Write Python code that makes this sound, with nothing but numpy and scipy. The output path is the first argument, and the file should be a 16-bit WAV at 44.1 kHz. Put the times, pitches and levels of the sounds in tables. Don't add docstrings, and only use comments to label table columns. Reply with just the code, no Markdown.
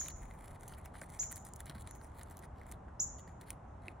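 import sys
import numpy as np
from scipy import signal
from scipy.fft import rfft, irfft
from scipy.io import wavfile

SR = 44100
rng = np.random.default_rng(int(sys.argv[2]) if len(sys.argv) > 2 else 0)


def bounce(signal):
    frames = np.transpose(np.atleast_2d(signal))
    limited = np.clip(frames, -1, 1)
    pcm = np.round(limited * 32767).astype(np.int16)
    wavfile.write(sys.argv[1], SR, pcm)


N = 176400
TIME = np.arange(N) / SR

# start_s, crumble_s, pitch_hz, body_db, crunch_db, crack_db, fizz_db
SHELL_TICKS = [(0.0137, 0.0038, 1865, -56, -66, -79.5, -65),
               (0.0431, 0.0026, 2180, -68.5, -75.5, -60.5, -72.5),
               (0.061, 0.00113, 2390, -59.5, -65.5, -65.5, -72),
               (0.084, 0.00214, 2370, -56.5, -55.5, -48, -53.5),
               (0.3105, 0.00185, 2050, -60, -71, -74.5, -91.5),
               (0.4586, 0.0018, 1510, -79, -80, -73, -69.5),
               (0.4806, 0.00117, 1680, -73.5, -68, -65, -83.5),
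               (0.5109, 0.00061, 1510, -67.5, -79, -69.5, -82.5),
               (0.6095, 0.00027, 1510, -87, -95.5, -64, -85.5),
               (0.633, 0.00255, 1460, -61, -71.5, -63, -73.5),
               (0.6793, 0.00053, 2260, -74, -66.5, -56.5, -68.5),
               (0.6836, 0.00098, 1740, -87, -80, -59, -58.5),
               (0.7231, 0.0035, 1420, -59.5, -81, -65.5, -74.5),
               (0.7369, 0.0028, 3100, -71.5, -65, -81, -78),
               (0.7845, 0.0013, 1580, -83.5, -83.5, -77.5, -67),
               (0.8558, 0.0021, 1940, -72, -72, -68.5, -59.5), (0.8588, 0.0051, 2140, -58.5, -88, -60, -76),
               (0.9417, 0.0024, 1510, -60, -76, -73.5, -83), (0.9536, 0.0037, 1706, -56.5, -73, -78, -77.5),
               (1.0151, 0.0007, 2080, -63, -89.5, -56.5, -77),
               (1.0177, 0.00305, 1623, -51, -67.5, -64, -70),
               (1.0344, 0.0057, 1860, -58.5, -75, -68.5, -70.5),
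               (1.1015, 0.0026, 1850, -77, -69.5, -62.5, -70), (1.2308, 0.0037, 2100, -58, -66.5, -75, -75),
               (1.3146, 0.00099, 1510, -60, -72.5, -54, -62),
               (1.3197, 0.0025, 1580, -58, -79, -51.5, -51.5),
               (1.3264, 0.00047, 1640, -66.5, -78, -49.5, -62), (1.359, 0.004, 2310, -72.5, -78, -52, -59),
               (1.368, 0.00204, 1740, -65, -66, -56, -62.5),
               (1.4503, 0.0052, 1800, -81.5, -80.5, -57, -62.5),
               (1.4674, 0.00224, 1550, -63, -74.5, -57, -73),
               (1.4883, 0.00073, 1510, -77.5, -77.5, -64, -71.5),
               (1.5362, 0.00108, 1510, -84.5, -78, -53.5, -67),
               (1.5611, 0.00314, 1510, -78.5, -75.5, -57, -64),
               (1.6044, 0.00075, 1570, -59, -64, -53, -58.5), (1.6578, 0.0091, 1910, -68, -73, -57, -64.5),
               (1.6967, 0.0026, 1490, -60.5, -53, -57, -66.5),
               (1.7001, 0.0042, 1640, -58.5, -67, -62.5, -73), (1.7522, 0.0069, 1560, -60, -69, -69.5, -71),
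               (1.8088, 0.0033, 1790, -69.5, -76.5, -61, -73.5),
               (1.8741, 0.0009, 2170, -63.5, -62, -55.5, -78), (1.9106, 0.0007, 1680, -64, -70, -53.5, -68),
               (1.9515, 0.0051, 2240, -79, -75, -67, -75.5), (2.0137, 0.0038, 1530, -62, -72.5, -88, -79),
               (2.212, 0.0067, 1730, -58, -63.5, -66.5, -75), (2.2328, 0.00104, 1510, -73.5, -73, -56, -77),
               (2.3003, 0.0026, 1680, -81.5, -83.5, -69, -68.5), (2.3105, 0.0102, 1590, -64, -80, -61, -67),
               (2.3703, 0.00073, 1960, -89, -77.5, -61, -62.5),
               (2.391, 0.0043, 1510, -79.5, -73, -62.5, -65),
               (2.4358, 0.0027, 1800, -61, -71.5, -79, -83.5),
               (2.6147, 0.0036, 1885, -60, -83.5, -76.5, -84.5),
               (2.715, 0.0044, 2250, -70, -67, -55.5, -64), (2.7225, 0.00116, 2070, -61, -66, -54.5, -69.5),
               (2.8834, 0.005, 1510, -62, -92, -89, -108),
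               (3.2767, 0.0029, 1870, -63.5, -72.5, -76.5, -85.5),
               (3.4121, 0.0053, 1520, -68.5, -65.5, -61.5, -69.5),
               (3.4859, 0.0053, 1670, -63.5, -83, -78, -76.5),
               (3.5045, 0.0021, 2376, -54, -58, -45.5, -56.5)]
TICK_TRIM_DB = (0.85, 0.39, 1.255, 0.5)
SNAP_SHARE, CRUMBLE_GRAINS_PER_S = 0.456, 8600
# start_s, length_s, body_db, crunch_db, crack_db, fizz_db
STROKES = [(0, 0.1065, -66, -65.5, -65.5, -71), (0.162, 0.13, -69, -84, -72.5, -81.5),
           (0.297, 0.084, -70.5, -97, -75, -81.5), (0.379, 0.1745, -68.5, -78.5, -67.5, -80.5),
           (0.553, 0.0103, -65, -74, -70.5, -85), (0.595, 0.129, -71.5, -82.5, -70.5, -81),
           (0.679, 0.086, -73, -73.5, -67, -79), (0.772, 0.05, -66, -84, -68.5, -81),
           (0.831, 0.0355, -69.5, -76.5, -68.5, -86), (0.942, 0.0614, -66.5, -71, -64, -81.5),
           (0.999, 0.0707, -76.5, -79.5, -63.5, -81.5), (1.09, 0.116, -66, -75, -63, -76.5),
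           (1.196, 0.0736, -68, -71.5, -64, -72.5), (1.301, 0.034, -61.5, -70, -62.5, -70.5),
           (1.351, 0.0334, -66, -74, -58.5, -69.5), (1.389, 0.0415, -80.5, -92, -73, -82.5),
           (1.447, 0.048, -73.5, -77, -64.5, -75), (1.553, 0.011, -76, -85.5, -73.5, -76),
           (1.588, 0.0243, -63.5, -70, -61.5, -73), (1.654, 0.0728, -63.5, -68.5, -69.5, -78.5),
           (1.746, 0.042, -65.5, -70.5, -67.5, -81.5), (1.792, 0.0334, -81, -70, -61, -72.5),
           (1.859, 0.047, -67.5, -72, -67.5, -82.5), (1.938, 0.0413, -73.5, -88, -69.5, -75.5),
           (1.999, 0.085, -76.5, -96, -68, -80.5), (2.143, 0.1032, -69, -74.5, -68, -72.5),
           (2.264, 0.093, -74.5, -79.5, -77.5, -81.5), (2.36, 0.0306, -85.5, -76.5, -70.5, -72.5),
           (2.419, 0.0404, -68.5, -76, -65.5, -80), (2.548, 0.118, -77, -80, -84, -90),
           (2.66, 0.0763, -69, -80, -70, -77.5), (2.712, 0.0436, -79.5, -75.5, -78.5, -83),
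           (3.178, 0.0305, -72.5, -71, -72.5, -79.5), (3.271, 0.054, -72.5, -83, -79.5, -90.5),
           (3.399, 0.044, -67, -79.5, -73, -80), (3.46, 0.077, -71, -72.5, -67, -76.5),
           (3.819, 0.1047, -70, -79.5, -74.5, -93.5)]
STROKE_TRIM_DB = (-0.7, 0.15, -.5, 0)
RUSTLE_DB, TURNING_ENDS_S = (-82, -85.5, -83, -97.5), 2.46
STROKE_EDGE_S, STROKE_SWELL, SCRAPE_PITCH_HZ = .013, 0.524, 1998
SCRAPE_GRAINS_PER_S, STICK_SLIP_DB = 2800, 4
# start_s, peak_db, pitch_hz
THUMPS = [(1.018, -46, 549), (1.019, -54.5, 250), (1.696, -45, 135.3), (1.701, -49, 292.6),
          (1.755, -44, 197.4), (1.822, -48.5, 110), (3.883, -46.5, 336.8)]
# pitch_hz, width_hz, gain_db
TOCK_MODES = [(2093, 378, -1), (2588, 205, 4), (4036, 550, -15.5), (9180, 1610, -21)]
TOCK_S, TOCK_PEAK_DB, THUMP_Q = 3.8826, -32.5, 5.85
# pitch_ratio, width_hz, gain_db
SHELL_MODES = [(.55, 447.9, 1.5), (1.0, 427.4, 10.5), (1.3, 520, -2.5)]
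# frequency_hz, gain_db
CRUNCH_COLOUR = [(1800, -28), (2800, -2), (3500, -2), (4150, 0), (4800, -4), (5600, -7), (7500, -25)]
# frequency_hz, gain_db
CRACK_COLOUR = [(3500, -30), (5200, -9), (6800, -3), (8200, -3), (10000, 2), (10800, -2), (11800, -15),
                (13500, -35)]
# frequency_hz, gain_db
SCRAPE_COLOUR = [(3500, -30), (5200, -12), (6800, -6), (8200, -5), (9300, -1), (10200, 2), (10900, -2),
                 (11800, -15), (13500, -35)]
# frequency_hz, gain_db
FIZZ_COLOUR = [(9500, -30), (11500, -4), (12500, -1), (13500, -1), (15200, 1), (15800, -2), (16400, -16)]
LAYER_LAG_S, NUT_REVERB_DB = (0, 0, .000021, .000015), -23

# start_s, source_db, top_pitch_hz, direct_gain
CHIPS = [(-.027, -22, 7063, 0.7), (1.1915, -23, 7185, 0.73), (1.885, -45.5, 6912, 0.15),
         (2.9959, -22.5, 7164, 0.97), (3.661, -67.5, 6620, .1)]
CHIP_START_HZ, CHIP_RISE_S, CHIP_PEAK_S, CHIP_LENGTH_S = 5044, .014, .0098, 0.0171
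CHIP_OCTAVE_DB, FLUTTER_HZ, FLUTTER_DEPTH, CHIP_LAG_S = -26.5, 268.5, 0.3, .000028
# delay_s, gain_db
WALL_ECHOES = [(.0083, -9), (0.0149, -11), (0.0228, -23.5)]
EARLY_T60_S, EARLY_DB, TAIL_T60_S, TAIL_DB = 0.1314, -1.5, 0.5126, -4.5

# frequency_hz, gain_db
TRAFFIC_COLOUR = [(15, -61.5), (25, -32), (59, 1.5), (87, -3), (141, -4.5), (306, -14.5), (391, -15),
                  (466, -17.5), (569, -14.5), (636, -13), (777, -12), (1060, -16.5), (1320, -20.5),
                  (2060, -33), (2300, -38), (5000, -55), (6500, -95), (11000, -120)][:-2]
# frequency_hz, gain_db
HISS_COLOUR = [(5000, -51.5), (7000, -48), (10400, -54.5), (12000, -75.5), (16000, -68)]
# frequency_hz, correlation
STEREO_LIKENESS = [(60, 0.994), (130, 1), (290, 0.87), (640, 0.25), (1400, 0.434), (2400, .8), (3100, 0.93),
                   (6800, .2), (15000, .1)]
# time_s, level_db
RUMBLE_RIDE = [(0, -60), (1.2, -56.5), (2.3, -55), (2.7, -63), (3.1, -59), (4, -58.5)]
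# time_s, level_db
SUB_RIDE = [(0, -51.5), (.45, -54), (.8, -61), (2.2, -62), (2.8, -61), (4, -67)]
WASH_DB, RUMBLE_HZ, RUMBLE_WIDTH_HZ, SUB_HZ, SUB_WIDTH_HZ = -53, 72.13, 22, 36.5, 28
CUTOFF_HZ = 16600


def chipmunk():
    layers = shell_ticks() + scrapes()
    layers[0] += knocks()
    direct = sum(delay_left(layer, lag_s) for layer, lag_s in zip(layers, LAYER_LAG_S))
    return direct + from_db(NUT_REVERB_DB) * yard_reverb(layers.sum(axis=0), EARLY_T60_S)


def shell_ticks(size=2048):
    layers = np.zeros((4, N))
    t = np.arange(size) / SR
    level_scale = np.sqrt(.01 * SR)
    for start_s, crumble_s, pitch_hz, *levels in SHELL_TICKS:
        crumble = grains(CRUMBLE_GRAINS_PER_S, size) * np.exp(-t / crumble_s)
        force = np.sqrt(1 - SNAP_SHARE) * unit_energy(crumble)
        force[0] += np.sqrt(SNAP_SHARE)
        responses = contact(pitch_hz, CRACK_COLOUR)
        for layer, response, db, trim_db in zip(layers, responses, levels, TICK_TRIM_DB):
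            tick = unit_energy(through(force, response))
            add(layer, start_s, from_db(db + trim_db) * level_scale * tick)
    return layers


def scrapes(size=10000):
    friction = grains(SCRAPE_GRAINS_PER_S, N) * from_db(STICK_SLIP_DB * drift(rate_hz=160))
    turning = np.clip((TURNING_ENDS_S - TIME) / STROKE_EDGE_S, 0, 1)
    layers = np.zeros((4, N))
    for layer, response, db in zip(layers, contact(SCRAPE_PITCH_HZ, SCRAPE_COLOUR), RUSTLE_DB):
        layer += from_db(db) * turning * unit_rms(through(friction, response))
    t = np.arange(size) / SR - STROKE_EDGE_S / 2
    for start_s, length_s, *levels in STROKES:
        gate = np.clip(np.minimum(t, length_s - t) / STROKE_EDGE_S + .5, 0, 1)
        swell = 1 - STROKE_SWELL / 2 * np.cos(2 * np.pi * t / length_s)
        offset = rng.integers(N - size)
        force = gate * swell * friction[offset:offset + size]
        responses = contact(SCRAPE_PITCH_HZ, SCRAPE_COLOUR)
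        for layer, response, db, trim_db in zip(layers, responses, levels, STROKE_TRIM_DB):
            stroke = np.sqrt(length_s * SR) * unit_energy(through(force, response))
            add(layer, start_s + t[0], from_db(db + trim_db) * stroke)
    return layers


def knocks(size=4096):
    out, click = np.zeros(N), signal.unit_impulse(size)
    for start_s, db, hz in THUMPS:
        thump = resonate(resonate(click, hz, hz / THUMP_Q), hz, 2 * hz)
        add(out, start_s, from_db(db) * thump / np.abs(thump).max())
    tock = sum((-1) ** k * from_db(db) * resonate(resonate(click, hz, width_hz), hz, 4 * width_hz)
               for k, (hz, width_hz, db) in enumerate(TOCK_MODES))
    add(out, TOCK_S, from_db(TOCK_PEAK_DB) * tock / np.abs(tock).max())
    return out


def contact(pitch_hz, crack_colour):
    colours = (CRUNCH_COLOUR, crack_colour, FIZZ_COLOUR)
    return [shell_ring(pitch_hz)] + [fibre_click(colour) for colour in colours]


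def shell_ring(pitch_hz, top_hz=3108, size=512):
    click = signal.unit_impulse(size)
    ring = sum((-1) ** k * from_db(db) * resonate(click, pitch_hz * ratio, width_hz)
               for k, (ratio, width_hz, db) in enumerate(SHELL_MODES))
    return unit_energy(signal.sosfilt(signal.butter(3, top_hz, fs=SR, output="sos"), ring))


def fibre_click(colour, ripple_db=3.5, ripple_spacing_hz=586.5, size=512):
    hz = np.fft.rfftfreq(size, 1 / SR)
    ripple = np.interp(hz / ripple_spacing_hz, np.arange(size), rng.standard_normal(size))
    magnitude = from_db(at_hz(colour, hz) + ripple_db * ripple)
    cepstrum = irfft(np.log(magnitude))
    cepstrum[1:size // 2] *= 2
    cepstrum[size // 2 + 1:] = 0
    return unit_energy(irfft(np.exp(rfft(cepstrum))))


def grains(per_s, size, spread_db=4.0):
    strength = from_db(spread_db * np.minimum(rng.exponential(1, size), 5))
    return strength * rng.choice([-1, 1], size) * (rng.random(size) < per_s / SR)


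def bird(preroll_s=1):
    t = np.arange(int(CHIP_LENGTH_S * SR)) / SR
    flutter = 1 + FLUTTER_DEPTH * np.cos(2 * np.pi * FLUTTER_HZ * (t - CHIP_PEAK_S))
    envelope = np.interp(t, [0, CHIP_PEAK_S, CHIP_LENGTH_S], [0, 1, 0]) ** 1.039
    envelope *= flutter / (1 + FLUTTER_DEPTH)
    rise = np.sin(np.pi / 2 * np.minimum(t / CHIP_RISE_S, 1))
    tail_send, direct = np.zeros((2, N + preroll_s * SR))
    for start_s, db, top_hz, direct_gain in CHIPS:
        hz = CHIP_START_HZ + (top_hz - CHIP_START_HZ) * rise
        phase = 2 * np.pi * np.cumsum(hz) / SR
        whistle = from_db(db) * envelope * np.sin(phase)
        octave = from_db(db + CHIP_OCTAVE_DB) * envelope * np.sin(2 * phase)
        add(tail_send, start_s + preroll_s, whistle)
        add(direct, start_s + preroll_s, direct_gain * (whistle + octave))
    near = direct.copy()
    for delay_s, db in WALL_ECHOES:
        add(near, delay_s, from_db(db) * direct)
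    early = from_db(EARLY_DB) * yard_reverb(direct, EARLY_T60_S)
    tail = from_db(TAIL_DB) * yard_reverb(tail_send, TAIL_T60_S)
    return (delay_left(near, CHIP_LAG_S) + early + tail)[:, preroll_s * SR:]


def yard_reverb(x, t60_s, build_s=0.016, size=30000):
    t = np.arange(size) / SR
    envelope = from_db(-60 * t / t60_s) * np.clip(t / build_s, 0, 1) ** 2
    return np.array([through(x, unit_energy(envelope * noise)) for noise in rng.standard_normal((2, size))])


def traffic_wash():
    hz = np.fft.rfftfreq(N, 1 / SR)
    likeness = np.where(hz < STEREO_LIKENESS[0][0], 1, at_hz(STEREO_LIKENESS, hz))
    colour_db = np.where(hz < HISS_COLOUR[0][0], at_hz(TRAFFIC_COLOUR, hz), at_hz(HISS_COLOUR, hz))
    spectra = rfft(rng.standard_normal((2, N))) * from_db(colour_db) * (hz > 20)
    mid, side = irfft(spectra * np.sqrt([1 + likeness, 1 - likeness]), N)
    return from_db(WASH_DB) * unit_rms(np.array([mid + side, mid - side]))


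def rumble(hz, width_hz, ride):
    band = resonate(resonate(rng.standard_normal(N), hz, width_hz), hz, 2 * width_hz)
    return from_db(np.interp(TIME, *np.transpose(ride))) * unit_rms(band)


def from_db(db):
    return 10 ** (np.asarray(db) / 20)


def unit_rms(x):
    return x / np.sqrt(np.mean(x ** 2) + 1e-20)


def unit_energy(x):
    return x / np.sqrt(np.sum(x ** 2) + 1e-20)


def at_hz(points, hz):
    point_hz, values = np.transpose(points)
    return np.interp(np.log(hz + 1), np.log(point_hz), values)


def add(out, start_s, sound):
    i = max(int(start_s * SR), 0)
    part = sound[:max(len(out) - i, 0)]
    out[i:i + len(part)] += part


def through(x, response):
    return signal.fftconvolve(x, response)[:len(x)]


def resonate(x, hz, width_hz):
    r = np.exp(-np.pi * width_hz / SR)
    feedback = [1, -2 * r * np.cos(2 * np.pi * hz / SR), r * r]
    return signal.lfilter(np.array([1, 0, -1]) * (1 - r * r) / 2, feedback, x)


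def drift(rate_hz):
    return np.interp(TIME * rate_hz, np.arange(N), rng.standard_normal(N))


def delay_left(x, lag_s):
    hz = np.fft.rfftfreq(len(x), 1 / SR)
    left = irfft(rfft(x) * np.exp(-2j * np.pi * hz * lag_s), len(x))
    return np.array([left, x])


def scene():
    mix = chipmunk() + bird() + traffic_wash()
    return mix + rumble(RUMBLE_HZ, RUMBLE_WIDTH_HZ, RUMBLE_RIDE) + rumble(SUB_HZ, SUB_WIDTH_HZ, SUB_RIDE)


def record(dry):
    return signal.sosfilt(signal.ellip(10, .2, 80, CUTOFF_HZ, fs=SR, output="sos"), dry)


dry = scene()
out = record(dry)
bounce(out)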